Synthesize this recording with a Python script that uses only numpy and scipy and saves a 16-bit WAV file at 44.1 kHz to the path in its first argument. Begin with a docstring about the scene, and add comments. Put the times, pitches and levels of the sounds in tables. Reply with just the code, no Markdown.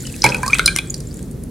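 """A few small drips, then a low gulp as wet hands lift a chalk block out of a glass bowl of water.
Drops fall back, each a tiny slap and often a ringing air bubble. The glass rings faintly along,
and tiny bubbles fizz on the wet chalk. A stereo pair of microphones stands close to the bowl
in a small room, with a low rumble and a faint hiss under it all."""
import sys
import numpy as np
from scipy import signal
from scipy.fft import rfft, irfft
from scipy.io import wavfile
from scipy.ndimage import uniform_filter1d, minimum_filter1d

SR = 44100
rng = np.random.default_rng(int(sys.argv[2]) if len(sys.argv) > 2 else 0)


def transcribe(signal):
    """Save signal, clipped to [-1, 1], as a 16-bit WAV file at the path in sys.argv[1]."""
    frames = np.atleast_2d(signal).T
    limited = np.clip(frames, -1, 1)
    pcm = np.round(limited * 32767).astype(np.int16)
    wavfile.write(sys.argv[1], SR, pcm)


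N = 66150

# Air trapped by drops: (start [s], pitch [Hz], level [dB], hold [s], decay [s], glide [octaves/s])
BUBBLES = [ (.0360, 1445, -38.5, 0.0026, 0.0064, 6), (.0530, 2890, -25.5, 0.0011, 0.0027, 16),
           (0.074, 2920, -32.5, .003, 0.0027, 5.5), (0.097, 2620, -35, .003, .003, 4),
           (.1410, 2560, -27.5, 0.002, 0.0015, 4), (.0040, 6840, -26, 0.0017, 0.0024, 12),
           (0.022, 6930, -27.5, 0.0022, .001, 15.5), (0.065, 7100, -24, 0.0017, 0.00089, 0),
           (0.2189, 4150, -16.5, .001, 0.0015, 5), (.2198, 5190, -8, 0.0013, 0.0012, 7),
           (0.2202, 6030, -16, .001, .0025, 0), (0.2407, 909, 0, .004, 0.0033, -5.5),
           (.2405, 2350, 0, .002, .009, -7), (0.257, 868, -10, 0.0018, 0.0093, 1),
           (0.2643, 2375, -3.5, 0.0025, 0.0014, 12), (0.264, 1537, -14.5, 0.00088, 0.0066, 12.5),
           (0.302, 6200, -24, .002, 0.0017, 0), (0.3, 5300, -21, .002, .002, -1),
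           (0.3204, 2443, -13.5, .005, 0.0019, 11), (0.3452, 2430, -9.5, 0.0016, 0.0056, 8),
           (0.3474, 1487, -22.5, .002, 0.0084, 1), (.4320, 995, -13.5, 0.0015, 0.014, 2),
           (0.431, 1530, -19, 0.0015, 0.011, 14), (0.432, 2350, -20, 0.0021, 0.0035, -3),
           (0.4637, 1020, -16.5, 0.0015, 0.0066, 6), (0.458, 2400, -28.5, 0.0047, 0.0043, 9),
           (0.4796, 1093, -15.5, 0.0026, 0.0082, 5), (.4990, 1210, -27.5, .008, 0.014, 13),
           (.5000, 2410, -19.5, 0.0031, 0.0048, 2), (0.5235, 2320, -22, 0.0022, 0.0048, -2),
           (.5315, 2260, -2, 0.0068, 0.0025, 17), (.5322, 6230, -18.5, 0.0016, 0.0044, 0),
           (0.547, 2500, -14, 0.0029, 0.0041, 4.5), (.5498, 2080, -24, 0.00091, 0.0063, -8),
           (.5500, 3000, -24.5, 0.005, 0.008, 17.5), (0.589, 3250, -25.5, .001, 0.0082, 5),
           (0.595, 1348, -4, 0.0012, 0.0038, 23.5), (0.5934, 2175, -10, .001, 0.0049, -6),
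           (.6608, 3990, -4, 0.0022, 0.0016, 20), (.6606, 4920, -5.5, 0.0024, 0.0016, 20),
           (0.659, 9400, 1, 0.00089, .0015, -4), (0.654, 5400, -25, 0.00225, .001, -2),
           (0.754, 5600, -25, 0.0035, 0.0018, 21), (.5450, 8240, -7.5, 0.0007, 0.00091, 4),
           (0.6787, 2325, -4, 0.0022, 0.0055, 4), (.6778, 1573, -19.5, 0.0038, 0.014, 2),
           (0.7597, 2144, -20.5, 0.0022, 0.008, -3), (0.7872, 2317, -10, 0.0038, 0.0021, 17.5),
           (0.788, 3380, -16.5, 0.0015, 0.0019, -6), (0.899, 6730, -16, .001, 0.00089, 9),
           (.9030, 6900, -10, 0.0012, 0.00069, 4), (0.9413, 4780, -18.5, .0015, 0.0026, 1),
           (0.873, 7850, -27, 0.0011, .0012, 0), (0.884, 7900, -30, .001, .001, 0),
           (.9648, 8900, -32, .001, .001, -4), (.9650, 5600, -32, 0.0012, .0015, -2),
           (.9828, 7400, -32, .001, 0.0013, 0), (1.002, 8700, -28, .001, .0015, -2),
           (1.006, 5750, -38, 0.00091, .001, 4), (1.0714, 7300, -26, .001, 0.0028, 5),
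           (1.1110, 4750, -32, .001, 0.0015, -3), (1.16, 7340, -34, .002, .002, 1),
           (1.226, 8560, -32, .001, .001, 3), (1.436, 11100, -24.5, 0.00076, .001, -5)]
# Drops hitting the water: (start [s], body [dB], snap [dB], spray [dB], decay [s], pan to left [dB])
SLAPS = [ (0.0696, -30, -20, -22, 0.00097, 8), (0.125, -50, -45, -20.5, 0.00079, 0),
         (0.1633, -33.5, -26, -22, 0.00092, -2), (.2192, -49, -9.5, -29, 0.0016, -1),
         (.2330, -21, -18, -34, 0.0028, -2.5), (.2405, 2, 5, 3, .0018, -1),
         (.2630, -20.5, -13, -13, 0.0016, 3), (0.289, -20, -13.5, -27, 0.0025, 0),
         (.3454, -18, -19, -17.5, 0.00145, 2.5), (.3680, -46, -38, -23, 0.0011, -2),
         (0.4308, -35, -25, -17.5, 0.0019, 4), (0.4618, -38, -21.5, -17.5, 0.0031, 2),
         (0.4782, -35, -13, -15.5, 0.0032, 0), (0.506, -29, -33, -22.5, .002, -1),
         (0.531, -11.5, -17, -33, 0.0011, 0.5), (.5450, -24, -14, -14.5, 0.00064, -3.5),
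         (.5496, -14.5, -33.5, -26.5, 0.0033, 0), (0.567, -31, -31, -27.5, 0.0012, -4),
         (0.5844, -14.5, -20, -17, 0.0024, 4), (.5940, 1, -13, -11.5, 0.00099, -1),
         (0.6593, -13, 2, 1.5, 0.0015, 0), (0.6772, -6.5, -6, -13, 0.0015, 0),
         (.7620, -9, -5.5, -2, 0.0008, 3.5), (.7720, -24, -38, -25, 0.0043, 15),
         (0.7864, -11.5, -13.5, -13.5, 0.0011, -3.5), (0.9057, -50, -39, -18, 0.00091, 1),
         (0.9426, -33, -16, -19.5, 0.002, 1), (.9785, -55, -40, -31, 0.0012, -3),
         (1.0042, -41, -27, -28.5, 0.0026, -1), (1.1417, -58, -48, -24, .001, 1),
         (1.1702, -48, -47, -25, 0.0011, 0), (1.1914, -35, -38, -30, 0.0014, 0),
         (1.311, -57, -54, -35.5, .006, 0), (1.228, -49, -43, -28, .0012, -0.5),
         (1.437, -70, -38.5, -31.5, 0.0013, 1)]
# Body, snap and spray of a slap: (low edge [Hz], high edge [Hz])
SLAP_BANDS = [(1100, 3680), (4150, 6400), (6500, 10500)]
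# Boom of bowl and table: (pitch [Hz], level [dB], t60 [s])
GULP_MODES = [(128.5, -17.5, 0.66), (194.1, -23.5, 0.39), (249, -23.5, 0.17), (317.6, -18.5, 0.14),
              (423, -23.5, 0.27), (501.4, -25, 0.35), (578, -26, 0.28), (667, -28, 0.22), (845, -20, 0.14),
              (963.8, -17, 0.36)]
# Ring of the water-filled glass: (pitch [Hz], gain [dB], t60 [s])
GLASS_MODES = [(1474, -16, .15), (1561, 7.5, 0.49), (2050, -18, .25), (2450, -20, .3), (3240, -2, 0.4),
               (3980, 8, 0.11), (5200, -25, .1), (6000, -11, 0.058), (9100, 11, .2), (9200, -13, 0.194)]
# Course of the fizz on the chalk: (time [s], gain [dB])
FIZZ_ENVELOPE = [(0, -38), (.2, -39), (.27, -35), (.4, -41.5), (.55, -33.5), (.8, -49.5), (1.0, -49.5),
                 (1.2, -48), (1.35, -57.5), (1.5, -66)]
# Colour of the trickle under the fizz: (frequency [Hz], relative level [dB])
TRICKLE_SPECTRUM = [(900, -26), (1800, 3), (2700, -7.5), (4000, 1), (5500, -8), (8000, 5.5), (11000, -3.5),
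                    (15000, -11)]
# Direct sound, left microphone against right: (frequency [Hz], phase lead [rad])
LEFT_LEAD = [(700, 0), (1100, .45), (1900, 0), (4500, 0), (5250, -1), (6000, .3), (7800, -.1),
             (10900, -1.4), (14000, -2.6)]
# Direct sound, left microphone against right: (frequency [Hz], level difference [dB])
LEFT_TILT = [(60, -5.5), (200, 0.5), (400, -7), (750, -7.5), (1300, -3.5), (2400, -0.5), (15000, 0)]
# Likeness of diffuse sound at the two microphones: (frequency [Hz], coherence [0-1])
COHERENCE = [(30, 1), (150, 0.99), (400, 0.77), (1000, 0.29), (3000, 0.9), (12000, 0.083)]
# Decay of the small room: (frequency [Hz], t60 [s])
ROOM_T60 = [(200, 0.66), (600, 0.71), (1500, 0.47), (3000, 0.41), (5000, 0.25), (9000, 0.58), (15000, 0.14)]
# Colour of the room's tail: (frequency [Hz], gain [dB])
ROOM_GAIN = [(200, -0.5), (550, 0), (900, -11.5), (1800, -7), (2400, -19.5), (3600, -8), (5200, -16.5),
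             (7000, -15), (9400, -17), (15000, -27)]
# Low room tone: (frequency [Hz], relative level [dB])
RUMBLE_SPECTRUM = [(15, -53), (25, -19), (33, -20), (42, -0.5), (55, -1.5), (97, -7.5), (133, -1.5),
                   (170, -4.5), (240, -8), (400, -15.5), (500, -20), (650, -29), (900, -44), (2000, -84)]
# Faint steady hiss: (frequency [Hz], relative level [dB])
HISS_SPECTRUM = [(400, -13), (800, 0.5), (1500, -5), (3000, -12), (7000, -10.5), (11000, -8),
                 (16000, -14.5)]


def bubbles():
    """Air trapped under a drop swells into a tone, glides in pitch and dies away."""
    out, t = np.zeros(N), np.arange(4400) / SR
    swell = np.sin(np.pi / 2 * np.minimum(t / 0.0012, 1))
    for start, hz, db, hold, decay, glide in BUBBLES:
        envelope = swell * np.exp(-np.maximum(t - hold, 0) / decay)
        phase = 2 * np.pi * np.cumsum(hz * 2 ** (glide * t)) / SR
        add(out, start, amp(db) * envelope * np.sin(phase))
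    return out


def slaps(width=0.22, rise_s=0.00025):
    """A drop hits the water: a brief noise burst in five bands, slightly unlike at each microphone."""
    out, t = np.zeros((2, N)), np.arange(1600) / SR
    bands = [(250, 870), *SLAP_BANDS, (10500, 13000)]  # Hz; adds a thud below and a crisp edge above
    for start, body_db, snap_db, spray_db, decay, pan_db in SLAPS:
        levels = body_db - 20, body_db, snap_db, spray_db, spray_db - 7
        decays = [3.9 * decay] + 4 * [decay]  # the thud lingers
        for band, db, fade in zip(bands, levels, decays):
            envelope = np.minimum(t / rise_s, 1) * np.exp(-np.maximum(t - rise_s, 0) / fade)
            mid, side = rng.standard_normal((2, len(t)))
            noise = np.array([mid + width * side, mid - width * side])
            bandpass = signal.butter(4, band, "band", fs=SR, output="sos")
            burst = signal.sosfilt(bandpass, envelope * noise)
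            burst *= np.linalg.norm(envelope) / np.linalg.norm(burst)
            add(out, start, burst * amp([[db + pan_db / 2], [db - pan_db / 2]]))
    return out


def gulp(start_s=0.2415, rise_s=0.005):
    """The block breaks free of the water and sets the low modes of bowl and table booming."""
    out, t = np.zeros(N), np.arange(SR) / SR
    for hz, db, t60 in GULP_MODES:
        envelope = np.minimum(t / rise_s, 1) * amp(db - 60 * t / t60)
        add(out, start_s, envelope * np.sin(2 * np.pi * (hz * t + rng.random())))
    return out


def glass(water, blur=0.01):
    """The bowl rings with the drops; moving water smears each mode into six close partials."""
    t = np.arange(SR // 2) / SR
    ring = np.zeros(len(t))
    for hz, db, t60 in GLASS_MODES:
        offsets, phases = rng.uniform(-0.87, 1, size=(2, 6, 1))
        cluster = np.sin(2 * np.pi * (hz * (1 + blur * offsets) * t + phases)).sum(0)
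        fade = amp(-60 * t / t60)
        ring += amp(db) * np.sqrt(2) * fade / fade.sum() * unit_rms(cluster)
    return signal.fftconvolve(water, ring[None], axes=1)[:, :N]


def fizz(pops_per_s=550, spread_db=3.5, cycles_to_peak=1.8):
    """Tiny bubbles burst at random on the wet chalk and fingers, over a smooth trickle."""
    pops, t = np.zeros((2, N)), np.arange(400) / SR
    pitches_hz = np.geomspace(4490, 11360, num=24)
    for hz in pitches_hz:
        sizes = amp(spread_db * np.minimum(rng.exponential(1, N), 4))
        impulses = sizes * (rng.random(N) < pops_per_s / len(pitches_hz) / SR)
        age = t * hz / cycles_to_peak
        stereo_phase = rng.normal(0, 0.71) * np.array([[0.5], [-0.5]])
        pop = age * np.exp(-age) * np.sin(2 * np.pi * hz * t + stereo_phase)
        pops += signal.oaconvolve(impulses[None], pop)[:, :N]
    trickle = steady_noise(TRICKLE_SPECTRUM, db=-1.5)
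    envelope = amp(np.interp(np.arange(N) / SR, *np.transpose(FIZZ_ENVELOPE)))
    return (amp(-5) * unit_rms(pops) + trickle) * envelope


def close_pair(source):
    """Direct sound from the bowl reaches the two close microphones with different phase and level."""
    hz = np.fft.rfftfreq(2 * N, 1 / SR)
    tilt = amp(curve_at(LEFT_TILT, hz) / 2)
    left = tilt * np.exp(1j * curve_at(LEFT_LEAD, hz))
    return irfft(rfft(source, 2 * N) * np.array([left, 1 / tilt]))[:, :N]


def room(source, early_db=-12.5, early_decay_s=0.011):
    """Quick reflections off bowl and hands, then the short tail of the small room."""
    t = np.arange(SR // 2) / SR
    hz, age, spectra = signal.stft(diffuse(rng.standard_normal((2, len(t)))), SR, nperseg=256)
    t60 = curve_at(ROOM_T60, hz)[:, None]
    unit_energy = np.sqrt(2 * np.log(1000) / t60 / SR)
    spectra *= amp(curve_at(ROOM_GAIN, hz)[:, None] - 60 * age / t60) * unit_energy
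    tail = signal.istft(spectra, SR, nperseg=256)[1][:, :len(t)] * np.minimum(t / 0.005, 1)
    early = diffuse(rng.standard_normal((2, len(t)))) * np.exp(-t / early_decay_s) * (t > 0.001)
    early *= amp(early_db) / np.linalg.norm(early[0])
    return signal.fftconvolve(source[None], tail + early, axes=1)[:, :N]


def steady_noise(spectrum, db):
    """Even, coloured noise arriving from all around the microphones."""
    colour = amp(curve_at(spectrum, np.fft.rfftfreq(N, 1 / SR)))
    noise = irfft(rfft(rng.standard_normal((2, N))) * colour, N)
    return amp(db) * unit_rms(diffuse(noise))


def diffuse(noises):
    """Blends two unrelated noises into a diffuse field at two closely spaced microphones."""
    spectra, hz = rfft(noises), np.fft.rfftfreq(noises.shape[1], 1 / SR)
    coherence = curve_at(COHERENCE, hz)
    mid = spectra[0] * np.sqrt((1 + coherence) / 2)
    side = spectra[1] * np.sqrt((1 - coherence) / 2)
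    return irfft([mid + side, mid - side], noises.shape[1])


def amp(db):
    """Decibels to gain."""
    return 10 ** (np.asarray(db) / 20)


def unit_rms(x):
    """Scales to an rms of one."""
    return x / np.sqrt(np.mean(x ** 2) + 1e-20)


def curve_at(points, hz):
    """Interpolates a table on a log-frequency axis."""
    freqs, values = np.transpose(points)
    return np.interp(np.log(hz + 1), np.log(freqs + 1), values)


def add(mix, start_s, sound):
    """Mixes a sound in from its start time."""
    part = mix[..., round(start_s * SR):][..., :sound.shape[-1]]
    part += sound[..., :part.shape[-1]]


def scene():
    """Bowl and chalk up close, the room and its steady tone behind."""
    water = bubbles() + slaps()
    bowl = water + glass(water) + gulp()
    chalk = fizz()
    reflections = room((bowl + chalk).mean(0))
    rumble = steady_noise(RUMBLE_SPECTRUM, db=-28.5)
    hiss = steady_noise(HISS_SPECTRUM, db=-49.5)
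    return close_pair(bowl) + chalk + reflections + rumble + hiss


def record(dry):
    """A fast limiter and a hard clip flatten the loudest drops; a low-pass follows."""
    ceiling, window_s, cutoff_hz = 1.57, 0.00078, 16200
    width = round(window_s * SR)
    gain = np.minimum(ceiling / (abs(dry).max(0) + 1e-9), 1)
    smooth_gain = uniform_filter1d(minimum_filter1d(gain, width), width)
    clipped = np.clip(dry * smooth_gain, -1, 1)
    lowpass = signal.firwin(511, cutoff_hz, window=("kaiser", 9), fs=SR)
    return signal.oaconvolve(clipped, lowpass[None], "same")


dry = scene()
out = record(dry)
transcribe(out)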